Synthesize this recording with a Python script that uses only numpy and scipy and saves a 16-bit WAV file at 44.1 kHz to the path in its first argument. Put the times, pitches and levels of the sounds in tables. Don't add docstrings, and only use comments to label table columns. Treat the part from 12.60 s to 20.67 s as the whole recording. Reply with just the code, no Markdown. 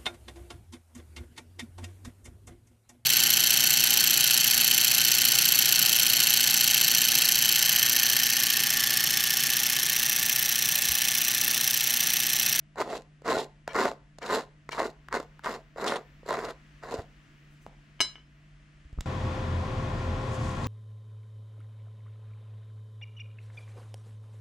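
import sys
import numpy as np
from scipy import signal
from scipy.fft import rfft, irfft, next_fast_len
from scipy.io import wavfile
from scipy.ndimage import uniform_filter1d

SR = 44100
rng = np.random.default_rng(int(sys.argv[2]) if len(sys.argv) > 2 else 0)


def bounce(signal):
    frames = np.transpose(np.atleast_2d(signal))
    limited = np.clip(frames, -1, 1)
    pcm = np.round(limited * 32767).astype(np.int16)
    wavfile.write(sys.argv[1], SR, pcm)


N = 355887
T = np.arange(N) / SR
SIZE = next_fast_len(N + 8192)
HZ = np.maximum(np.fft.rfftfreq(SIZE, 1 / SR), 1)
LOG_HZ = np.log(HZ)
CUT_S = 6.458

# (time [s], knock level [dB], pitch of the slice [Hz], treble tick relative to knock [dB])
KNIFE_CATCHES = [(0.157, -37, 800, -12), (0.182, -35, 435, -4), (0.186, -27, 547, -24),
                 (0.202, -24, 1020, -2), (0.208, -19.5, 610, -7), (0.215, -20, 1050, -8),
                 (0.22, -20, 915, -10), (0.276, -33, 490, -20), (0.619, -39, 520, -14),
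                 (0.655, -29, 484, -11), (0.678, -21, 980, -3.5), (0.688, -23, 890, -17),
                 (0.703, -26.5, 680, -8), (0.721, -16, 880, -15), (0.757, -33, 516, -21),
                 (0.778, -22.5, 820, -13), (1.077, -19, 700, -9), (1.145, -24, 1310, -10),
                 (1.161, -22, 635, -3.5), (1.188, -19, 656, -14), (1.204, -22, 640, -15),
                 (1.221, -31, 443, -6), (1.235, -34, 516, -8), (1.252, -25, 890, -22),
                 (1.255, -18, 510, -25), (1.269, -21.5, 592, -31), (1.315, -25, 1080, -14),
                 (1.585, -36, 610, 2), (1.618, -38, 1010, -8), (1.628, -36.5, 401, 3),
                 (1.655, -31, 684, -15), (1.728, -25.5, 470, -5), (1.742, -29, 543, -24),
                 (1.757, -25, 775, -25), (1.766, -21, 570, -20), (2.091, -26, 1900, -12),
                 (2.121, -33, 2260, 4.5), (2.129, -27, 947, -4), (2.167, -36, 1130, -21),
                 (2.18, -24, 1100, -22), (2.188, -22.5, 666, -27), (2.202, -18, 604, -22),
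                 (2.229, -22.5, 1040, -14), (2.485, -28, 1450, -18), (2.526, -20.5, 1610, -6),
                 (2.541, -24, 1420, -2), (2.55, -22.5, 696, -5), (2.567, -28, 600, -17),
                 (2.6, -24.5, 584, -10), (2.628, -35, 500, -16), (2.793, -37, 1590, -30),
                 (2.837, -36, 1500, -14), (2.844, -29, 1450, -6), (2.86, -18.5, 1220, -13),
                 (2.894, -26, 422, -6), (3.16, -31, 485, -24), (3.182, -23.5, 670, -24),
                 (3.242, -32, 450, 7), (3.265, -29, 719, 5.5), (3.284, -29, 815, -6),
                 (3.303, -22.5, 535, -20), (3.321, -17.5, 980, -17), (3.338, -27, 1490, -13),
                 (3.366, -22, 1020, -15), (3.631, -39.5, 506, -25), (3.662, -36, 432, -6),
                 (3.687, -27, 473, -10), (3.69, -24, 556, -10), (3.704, -26, 950, -18),
                 (3.728, -24, 500, -8), (3.739, -21, 680, -12), (3.789, -25, 460, -15),
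                 (3.885, -26.5, 540, -14), (4.237, -36, 720, -21), (4.34, -19, 420, -11),
                 (4.393, -36, 544, -18)]
# (frequency [Hz], likeness [0-1])
NEAR_LIKENESS = [(60, 0.95), (130, 1), (290, 0.99), (640, 1), (1410, 1), (3100, 0.48), (6820, 0.71),
                 (15000, 0.47)]
# (frequency [Hz], level [dB])
NEAR_TILT = [(60, -6), (110, 0.5), (200, -0.5), (380, -1), (700, -1), (1290, 1), (2380, 0), (4400, -1),
             (8120, -2), (15000, 10.5)]
# (frequency [Hz], likeness [0-1])
ROOM_LIKENESS = [(60, 1), (130, 0.8), (290, 0.89), (640, 0.79), (1410, 0.12), (3100, 0.69), (6820, 0.31),
                 (15000, 0.16)]
# (frequency [Hz], level [dB])
ROOM_TILT = [(60, 0), (110, 3), (200, 1), (380, -1), (700, 0.5), (1290, 2), (2380, 2.5), (4400, 1.5),
             (8120, 1.5), (15000, 10)]


def undb(db):
    return 10 ** (np.asarray(db) / 20)


def unit(x):
    return x / np.sqrt(np.mean(x ** 2))


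def curve(rows):
    rows = np.array(rows)
    return np.interp(T, rows[:, 0], rows[:, 1], -120, -120)


def along(points):
    hz, value = np.transpose(points)
    return np.interp(LOG_HZ, np.log(hz), value)


def colour(x, points, size=8192):
    bins = np.linspace(0, len(HZ) - 1, size // 2 + 1).astype(int)
    cepstrum = irfft(np.log(undb(along(points)[bins])))
    cepstrum[1:size // 2] *= 2
    cepstrum[size // 2 + 1:] = 0
    response = irfft(np.exp(rfft(cepstrum)))
    return unit(irfft(rfft(x, SIZE) * rfft(response, SIZE), SIZE)[..., :N])


def pair(mid, other, likeness, lean):
    coherence = np.clip(along(likeness), 0, 1)
    tilt = undb(along(lean) / 2)
    shared = rfft(mid, SIZE) * np.sqrt((1 + coherence) / 2)
    opposed = rfft(other, SIZE) * np.sqrt((1 - coherence) / 2)
    return irfft([(shared + opposed) * tilt, (shared - opposed) / tilt], SIZE)[:, :N]


def noise(*ports):
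    return pair(*rng.standard_normal((2, N)), *ports)


def apart(x):
    return x[:, ::-1]


def walk(rate):
    k = int(SR / rate)
    steps = np.repeat(rng.standard_normal(N // k + 1), k)
    return unit(uniform_filter1d(steps, k)[:N])


def clicks(rate, spread_db, bed, *ports):
    heights = undb(spread_db * np.minimum(rng.exponential(size=N), 4.5))
    size = unit((rng.random(N) < rate / SR) * heights) + bed
    return unit(pair(*(size * rng.standard_normal((2, N))), *ports))


def ticks(times, levels_db, lo_hz, hi_hz, fade):
    at = np.zeros(N)
    at[(np.array(times) * SR).astype(int)] = undb(levels_db)
    band = signal.butter(2, [lo_hz, hi_hz], "band", fs=SR, output="sos")
    burst = np.exp(-np.arange(1500) / fade) * rng.standard_normal((2, 1500))
    return signal.sosfilt(band, signal.oaconvolve(at[None], burst, axes=1)[:, :N])


def ring(x, hz, t60):
    pole = np.exp(2j * np.pi * hz / SR - np.log(1000) / (t60 * SR))
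    return signal.lfilter([1], [1, -pole], x).imag


def add(out, s, db, hz, t60):
    i = int(s * SR)
    t = np.arange(min(int(t60 * SR), N - i)) / SR
    crest_gain = np.exp(np.log(1000) / (4 * hz * t60))
    out[i:i + len(t)] += undb(db) * np.sin(2 * np.pi * hz * t) * 1000. ** (-t / t60) * crest_gain


def hums(table, drive):
    gain = sum(undb(db) / np.sqrt(w) / (1 + 1j * (HZ - hz) / w) ** 2 for hz, w, db in table)
    return irfft(rfft(drive, SIZE) * gain * np.sqrt(SR / np.pi), SIZE)[..., :N]


def strokes():
    # (bite time [s], bite level [dB], rise to the crest [s], crest level [dB],
    # crest to lift [s], lift level [dB], thin crust above crumb at bite, crest and lift [dB],
    # blade above crumb [dB])
    pushes = [(0.173, -45, 0.01, -34.5, 0.027, -31.5, 2, -1, 1.5, -13),
              (0.245, -47, 0.095, -33.5, 0.032, -37.5, -10, -5, -9.5, -11),
              (0.652, -40, 0.054, -25.5, 0.12, -35.5, -1.5, -4.5, -11, -12),
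              (1.087, -50.5, .015, -48.5, 0.034, -53, 8, -3, -1, -11.5),
              (1.154, -31.5, 0.057, -25, 0.076, -30.5, 3, -3.5, -7, -11.5),
              (1.621, -45, 0.12, -26.5, 0.072, -38.5, 1, -2.5, -6, -9),
              (2.113, -55, 0.023, -44, 0.033, -52.5, 1, 3, 8, -2.5),
              (2.175, -41.5, 0.024, -30, 0.064, -33, 5.5, -0.5, -7, -12.5),
              (2.522, -43.5, 0.033, -29.5, 0.039, -35.5, 9, -0.5, -3, -12),
              (2.846, -45.5, 0.027, -34, 0.088, -38.5, 8, 2.5, -6, -11),
              (3.173, -45.5, 0.04, -35, 0.042, -32, 4, -3, -2, -15.5),
              (3.264, -33.5, 0.017, -34, 0.0081, -36, -2, 0, -7, -5),
              (3.294, -39, 0.0084, -39, 0.06, -33.5, 1, 2, -2, -13.5),
              (3.661, -53, 0.038, -33, 0.21, -41, -1, -1, -2, -12),
              (4.233, -48, 0.068, -41.5, 0.024, -44.5, 2, -4, -5, -10),
              (4.315, -45, 0.015, -37, 0.088, -45.5, -6, -7, -8, -13)]
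    bite_db_per_s, lift_db_per_s = 1499.5, 341
    drop_db, drop_s = 2, 0.0043
    skim_blade_db = -0.5
    dull_crust_db_per_s, dull_blade_db_per_s = 115, 86
    rasp_db, rasp_t60_s = -16.5, 0.025
    rasp_tilt_db = 3
    out = np.zeros((3, N))
    for s, bite_db, rise, crest_db, hold, lift_db, *crust_db, blade_db in pushes:
        live = slice(int(s * SR) - SR // 10, int((s + rise + hold) * SR) + SR // 4)
        t = T[live] - s
        corners = [0, rise, rise + hold]
        skim = np.clip(1 - t / rise, 0, 1)
        off = np.maximum(t - rise - hold, 0)
        db = np.interp(t, corners, [bite_db, crest_db, lift_db])
        db += bite_db_per_s * np.minimum(t, 0) - lift_db_per_s * off
        db -= drop_db * np.minimum(off / drop_s, 1)
        crust = db + np.interp(t, corners, crust_db) - dull_crust_db_per_s * off
        blade = db + blade_db + skim_blade_db * skim - dull_blade_db_per_s * off
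        out[:, live] += undb([db, crust, blade])
    for s, db, hz, tick_db in KNIFE_CATCHES:
        live = slice(int(s * SR), int((s + rasp_t60_s) * SR))
        tilt_db = rasp_tilt_db * np.log2(hz / 750)
        fall_db = db + rasp_db - 60 * (T[live] - s) / rasp_t60_s
        out[:, live] += undb([fall_db - tilt_db, fall_db + tilt_db, fall_db + tick_db])
    return out


def quiet_kitchen():
    # (frequency [Hz], density [dB per Hz])
    air_spectrum = [(100, -31), (200, -7), (300, -6.5), (400, -19), (800, -23), (1180, -15.5), (1900, -12),
                    (2300, -15.5), (2900, -16.5), (3800, -24.5), (6500, -28.5), (10000, -35.5),
                    (11500, -53), (15600, -67)]
    # (time [s], level [dB])
    air_level = [(0.0, -68.5), (1.4, -68.5), (2.2, -65.5), (4.57, -61), (5.92, -66), (6.46, -65)]
    # (frequency [Hz], width [Hz], level [dB])
    fridge = [(46, 14, -61), (103, 97, -64.5), (200, 7.4, -73), (287.6, 16, -73.5), (651, 43, -78.5),
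              (1900, 120, -90.5), (2700, 50, -91)]
    # (time [s], level [dB])
    hand_level = [(0.0, -83), (1.5, -100), (2.2, -59), (4.6, -58.5), (5.9, -66.5), (6.46, -69)]
    hand_spectrum = [(15, 1.5), (30, -10.5), (55, 2.0), (75, -27), (200, -51.5)]
    motor_hz, motor_db = 147.4, -59
    shake_db, shake_s = -51, .08
    hiss = noise(ROOM_LIKENESS, ROOM_TILT)
    air = colour(hiss, air_spectrum) * undb(curve(air_level) + 0.8 * walk(5.9))
    shake = undb(shake_db) * uniform_filter1d(strokes()[0], int(shake_s * SR))
    hand = colour(hiss, hand_spectrum) * (undb(curve(hand_level)) + shake) * undb(2.0 * walk(10))
    motor_phase = 2 * np.pi * motor_hz * T + 1.1 * walk(7.7)
    motor = undb(motor_db + 1.3 * walk(13)) * np.sqrt(2) * np.sin(motor_phase)
    return (air + hand + motor + hums(fridge, apart(hiss))) * (T < CUT_S)


def stove():
    # (frequency [Hz], likeness [0-1])
    likeness = [(30, 0.97), (60, 1), (130, 1), (290, 0.96), (640, 0.76), (1410, 0.34), (3100, 0.43),
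                (6820, 0.62), (15000, 0.64)]
    # (frequency [Hz], level [dB])
    lean = [(60, 0.33), (110, 0.18), (200, 2.2), (380, 1.2), (700, 8.8), (1290, 4.1), (2380, 3.3),
            (4400, 1), (8120, 0.76), (15000, 8)]
    # (frequency [Hz], density [dB per Hz])
    hood = [(15, -73), (40, 2.5), (62, -21), (97, -19), (140, -6), (200, -10), (500, -18), (1200, -21.5),
            (1500, -23), (3400, -32.5), (6800, -41.5), (10400, -55), (11200, -62), (13000, -61),
            (15600, -77)]
    # (frequency [Hz], width [Hz], level [dB])
    duct = [(38, 3.8, -42), (85, 3.3, -33), (118.4, 17, -35.5), (233.8, 7.2, -47), (273, 53, -48),
            (377.5, 21, -49), (679, 18, -53), (613, 8.8, -59), (772.5, 11, -54.5), (995.5, 31, -49.5),
            (1095, 27, -47.5), (1386, 9.2, -55.5), (1870, 130, -55), (2505, 34, -60.5), (3360, 290, -58)]
    # (frequency [Hz], level [dB])
    fan_lines = [(522.2, -45), (834.4, -54), (1044, -52.5)]
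    # (time [s], level [dB])
    greens = [(7.55, -82), (7.7, -63), (7.75, -53), (7.78, -65), (7.84, -54), (8.0, -60.5), (8.07, -53.5)]
    # (time [s], level before the band filter [dB], frequency [Hz])
    drop_rows = [(7.6921, -44, 3680), (7.7446, -39, 5570), (7.8128, -49, 3990), (7.8448, -49, 7000),
                 (7.8842, -42, 7400), (7.9101, -45, 4000), (8.0443, -29, 4100)]
    fizz_spectrum = [(2000, -48), (4000, 6), (7000, 13.5), (10000, 1.5), (15000, -20)]
    hood_db, waver_db = -37, 1.5
    air = noise(likeness, lean)
    rush = colour(air, hood) * undb(hood_db + 0.2 * walk(11))
    tones = np.zeros(N)
    for hz, db in fan_lines:
        level = undb(db + waver_db * walk(7.3)) * np.sqrt(2)
        tones += level * np.sin(2 * np.pi * hz * T + 0.12 * walk(4.3))
    spit = clicks(3600, 2.2, 0.2, likeness, lean)
    fizz = colour(spit, fizz_spectrum) * undb(curve(greens))
    drops = np.zeros(N)
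    for s, db, hz in drop_rows:
        add(drops, s, db, hz, 17.0 / hz)
    drops = signal.sosfilt(signal.butter(3, [3000, 9000], "band", fs=SR, output="sos"), drops)
    onset = np.clip((T - CUT_S) / 0.00052, 0, 1)
    lean_tones = tones * undb([[1.5], [-1.5]])
    return (rush + hums(duct, apart(air)) + lean_tones + fizz + drops) * onset


def room(x, t60, damp_hz):
    t = np.arange(int(t60 * SR)) / SR
    tail = rng.standard_normal((2, len(t))) * 1000. ** (-t / t60) * np.clip(t / 0.0081, 0, 1)
    tail = signal.sosfilt(signal.butter(1, [250, damp_hz], "band", fs=SR, output="sos"), tail)
    tail = unit(tail) / np.sqrt(len(t))
    mid, other = signal.fftconvolve(x.mean(axis=0)[None], tail, axes=1)[:, :N]
    return pair(mid, other, ROOM_LIKENESS, ROOM_TILT)


def bumps():
    # (time [s], level [dB], frequency [Hz], 60 dB decay [s], tick level before its band filter [dB],
    # polarity: 1 upward first swing, -1 downward first swing)
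    knocks = [(4.33, -42, 99, 0.063, -73, 1), (4.387, -30, 90.5, 0.046, -74, 1),
              (5.065, -28.5, 770, 0.0048, -52, 1), (5.069, -47, 198, 0.1, -75, -1),
              (5.405, -44, 240, .09, -73.5, 1), (6.251, -40, 60.4, 0.083, -68, 1),
              (6.329, -34.5, 44.4, 0.03, -54, 1), (6.377, -31, 35, 0.031, -70, 1),
              (6.387, -31.5, 30, 0.021, -65, -1), (6.387, -39, 1260, 0.013, -61, 1),
              (6.408, -42.5, 50.6, 0.012, -26.5, 1)]
    upward, downward = np.zeros(N), np.zeros(N)
    for row in knocks:
        add(upward if row[5] > 0 else downward, *row[:4])
    tick = ticks([b[0] for b in knocks], [b[4] for b in knocks], 730, 6900, 64.0)[0]
    return upward - downward + tick


def plate():
    # (frequency [Hz], level [dB], 60 dB decay of the slow stage [s])
    modes = [(315, -34, 0.16), (470, -31, 0.15), (1035, -26, 0.13), (1195, -27, .1), (1306, -20, .07),
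             (1520, -20, .09), (1715, -21, 0.07), (2017, -25, 0.22), (2200, -11, 0.09), (2929, -9, 0.11),
             (2976, -25, .25), (3042, -6, 0.11), (3350, -25, .08), (3935, -17, .1), (4011, -10.5, 0.2),
             (4125, -22, 0.13), (4355, -9, .06), (4890, -19, .07), (5094, -7, 0.22), (5800, -20, .05),
             (6100, -9, 0.11), (6323, -18, 0.24), (6900, -28, .07), (7359, -17, .15), (7640, -19, .18),
             (7850, -20, .13), (8230, -24, 0.13), (8893, -23, .15), (9080, -23, .13), (9600, -19, .12),
             (9860, -24, 0.15), (10620, -30, .1), (11370, -23, .08), (11900, -27, .08), (12400, -24, .09),
             (14270, -33, 0.065)]
    # (frequency [Hz], level [dB])
    lean = [(300, 1), (1500, -5), (2200, -1), (3000, 2), (4000, 7.5), (4350, 3), (5100, -5.5), (6200, 5),
            (8000, 8.5), (14000, 8)]
    # (time [s], blow into the low modes [dB],
    # blow into the rim's high modes [dB], push length [ms])
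    blows = [(5.394, -48, -56, 0.2), (5.4044, -19, -28, .05), (5.4075, -25, -22, 0.07),
             (5.4122, -30, -25, 0.07), (5.4147, -32, -29, 0.05), (5.556, -41, -56, 0.25),
             (5.582, -49, -66, .4), (5.601, -56, -66, 0.4)]
    # (time [s], level [dB])
    slide = [(4.88, -92), (4.922, -73), (4.992, -79), (5.036, -78), (5.08, -80)]
    # (frequency [Hz], level [dB])
    crack_spectrum = [(500, -40), (850, -24), (1100, -2), (2300, 2), (4500, -3), (5400, -14), (9000, -18),
                      (12500, -22), (15000, -40)]
    slide_ring_db = -19
    rim_hz = 3700
    high = signal.butter(5, 6600, "high", fs=SR, output="sos")
    drag = signal.sosfilt(high, rng.standard_normal(N)) * undb(3.0 * walk(60))
    push = np.zeros((2, N))
    for s, low_db, high_db, ms in blows:
        n = int(ms * SR / 1000) + 3
        i = int(s * SR)
        push[:, i:i + n] += undb([[low_db], [high_db]]) * np.hanning(n) / np.hanning(n).sum()
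    live = slice(int(slide[0][0] * SR), int(blows[-1][0] * SR) + SR // 2)
    burst = np.exp(-np.arange(2000) / 180.0) * rng.standard_normal((2, 2000))
    crack = signal.oaconvolve(push[:1], burst, axes=1)[:, :N]
    crack = colour(crack, crack_spectrum) * np.std(crack)
    out = np.array([crack[0], 0.87 * crack[0] + 0.48 * crack[1]]) + undb(curve(slide)) * drag
    push += undb(curve(slide) + slide_ring_db) * drag
    lean_hz, lean_db = np.transpose(lean)
    for hz, db, t60 in modes:
        hit = push[int(hz > rim_hz), live]
        tilt = undb(np.interp(hz, lean_hz, lean_db) / 2)
        slow = ring(hit, hz, t60)
        fast = ring(hit, hz * 1.002, 0.35 * t60)
        out[:, live] += undb(db) * np.array([(slow + 1.17 * fast) * tilt, (slow + 0.8 * fast) / tilt])
    return out


def catches():
    # (time [s], length [s], level [dB])
    squeaks = [(1.085, 0.048, -51.5), (1.617, 0.028, -50), (2.111, 0.035, -44)]
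    # (frequency [Hz], level [dB])
    flat = [(1740, -2), (2300, 0), (2850, -6), (3170, -6), (4250, -10), (5600, -10)]
    # (time [s], level before the band filter [dB])
    snaps = [(0.378, -31), (0.409, -46), (0.421, -41), (0.845, -34), (1.1333, -32), (1.8194, -41),
             (1.8352, -47), (2.1107, -39), (2.15, -33), (2.2693, -32)]
    start_s = .001
    overtone, overtone_db = 2.1, -16
    flat_t60_s = .06
    knock = np.zeros(N)
    for s, db, hz, _ in KNIFE_CATCHES:
        add(knock, s + start_s, db, hz, 8.5 / hz)
        add(knock, s + start_s, db + overtone_db, hz * overtone, 3.6 / hz)
    for s, length, db in squeaks:
        i, n = int(s * SR), int(length * SR)
        squeak = np.zeros(n)
        for hz, mode_db in flat:
            squeak += undb(mode_db) * unit(ring(rng.standard_normal(n), hz, flat_t60_s))
        knock[i:i + n] += undb(db) * signal.windows.tukey(n, .5) * squeak
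    knock = signal.sosfilt(signal.butter(2, 330, "high", fs=SR, output="sos"), knock)
    s, db, _, tick_db = np.transpose(KNIFE_CATCHES)
    tick = ticks(s + start_s, db + tick_db, 2650, 7200, 33.7)
    tick = tick + ticks(*np.transpose(snaps), 1500, 6250, 40.0)
    return pair(knock + tick[0], knock + tick[1], NEAR_LIKENESS, NEAR_TILT)


def scrape():
    # (frequency [Hz], density [dB per Hz])
    crumb_spectrum = [(35, -55.5), (60, -20), (117, -25.5), (241, -5), (312, -6), (447, 2.5), (601, -4.5),
                      (701, 2.5), (1300, -29.5), (1690, -59), (2860, -120)]
    # (frequency [Hz], density [dB per Hz])
    crust_spectrum = [(500, -42), (900, 10), (1100, 8), (1500, 2.5), (2100, -1), (2500, -19.5), (2900, -23),
                      (3300, -41)]
    # (frequency [Hz], density [dB per Hz])
    blade_spectrum = [(2000, -15.5), (2800, 8.5), (3300, -6.5), (4200, 7.5), (5300, -3.5), (7000, 2.5),
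                      (8300, -12), (10000, -8.5), (10900, -31), (12200, -17), (13400, -20.5), (14300, -27),
                      (15600, -34)]
    # (frequency [Hz], width [Hz], level [dB])
    blade_modes = [(3510, 690, 2.5), (3910, 400, -3.5), (4780, 470, -0.5), (5400, 200, -9), (7260, 210, -5),
                   (7150, 130, -6), (9100, 185, -10), (11400, 360, -14.5), (12000, 120, -14),
                   (14100, 270, -27)]
    # (frequency [Hz], width [Hz], level [dB])
    slice_modes = [(392, 80, -6.5), (512.3, 29.5, 1.5), (601, 45, 3), (685, 33, 0.5), (901, 45, -0.5),
                   (1035, 65, -4), (1408, 88, -10), (1765, 86, -11.5)]
    wander_db = 4.5
    slip = undb(0.72 * walk(50))
    cells = slip * clicks(1500, 1.37, 0.33, NEAR_LIKENESS, NEAR_TILT)
    fine_clicks = clicks(3500, 3.0, 0.19, NEAR_LIKENESS, NEAR_TILT)
    fine = slip * undb(2.3 * walk(70)) * fine_clicks + 0.58 * cells
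    crumb, crust, steel = strokes()
    rings = sum(undb(wander_db * walk(25.11)) * hums(blade_modes[k::3], fine) for k in range(3))
    blade = unit(colour(fine, blade_spectrum) + 0.82 * unit(rings))
    body = unit(sum(undb(wander_db * walk(20.57)) * hums(slice_modes[k::3], cells) for k in range(3)))
    soft = unit(colour(cells, crumb_spectrum) + 0.48 * body)
    return crumb * soft + crust * colour(cells, crust_spectrum) + steel * blade


def scene():
    toast = scrape() + catches()
    china = plate()
    knocks = bumps()
    echo = undb(-26.5) * room(toast + 4.1 * knocks, 0.41, 5700)
    echo = echo + undb(-15.5) * room(china, 0.3, 5500)
    return toast + china + echo + knocks + quiet_kitchen() + stove()


def record(dry):
    lag_s, lag_hz = 43.75e-6, 3400
    bottom_hz, top_hz = 29, 15720
    late = np.exp(-2j * np.pi * HZ * lag_s / (1 + (HZ / lag_hz) ** 4))
    ports = np.array([irfft(rfft(dry[0], SIZE) * late, SIZE)[:N], dry[1]])
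    ports = signal.sosfilt(signal.butter(2, bottom_hz, "high", fs=SR, output="sos"), ports)
    return signal.sosfilt(signal.ellip(10, .2, 70, top_hz, fs=SR, output="sos"), ports)


dry = scene()
out = record(dry)
bounce(out)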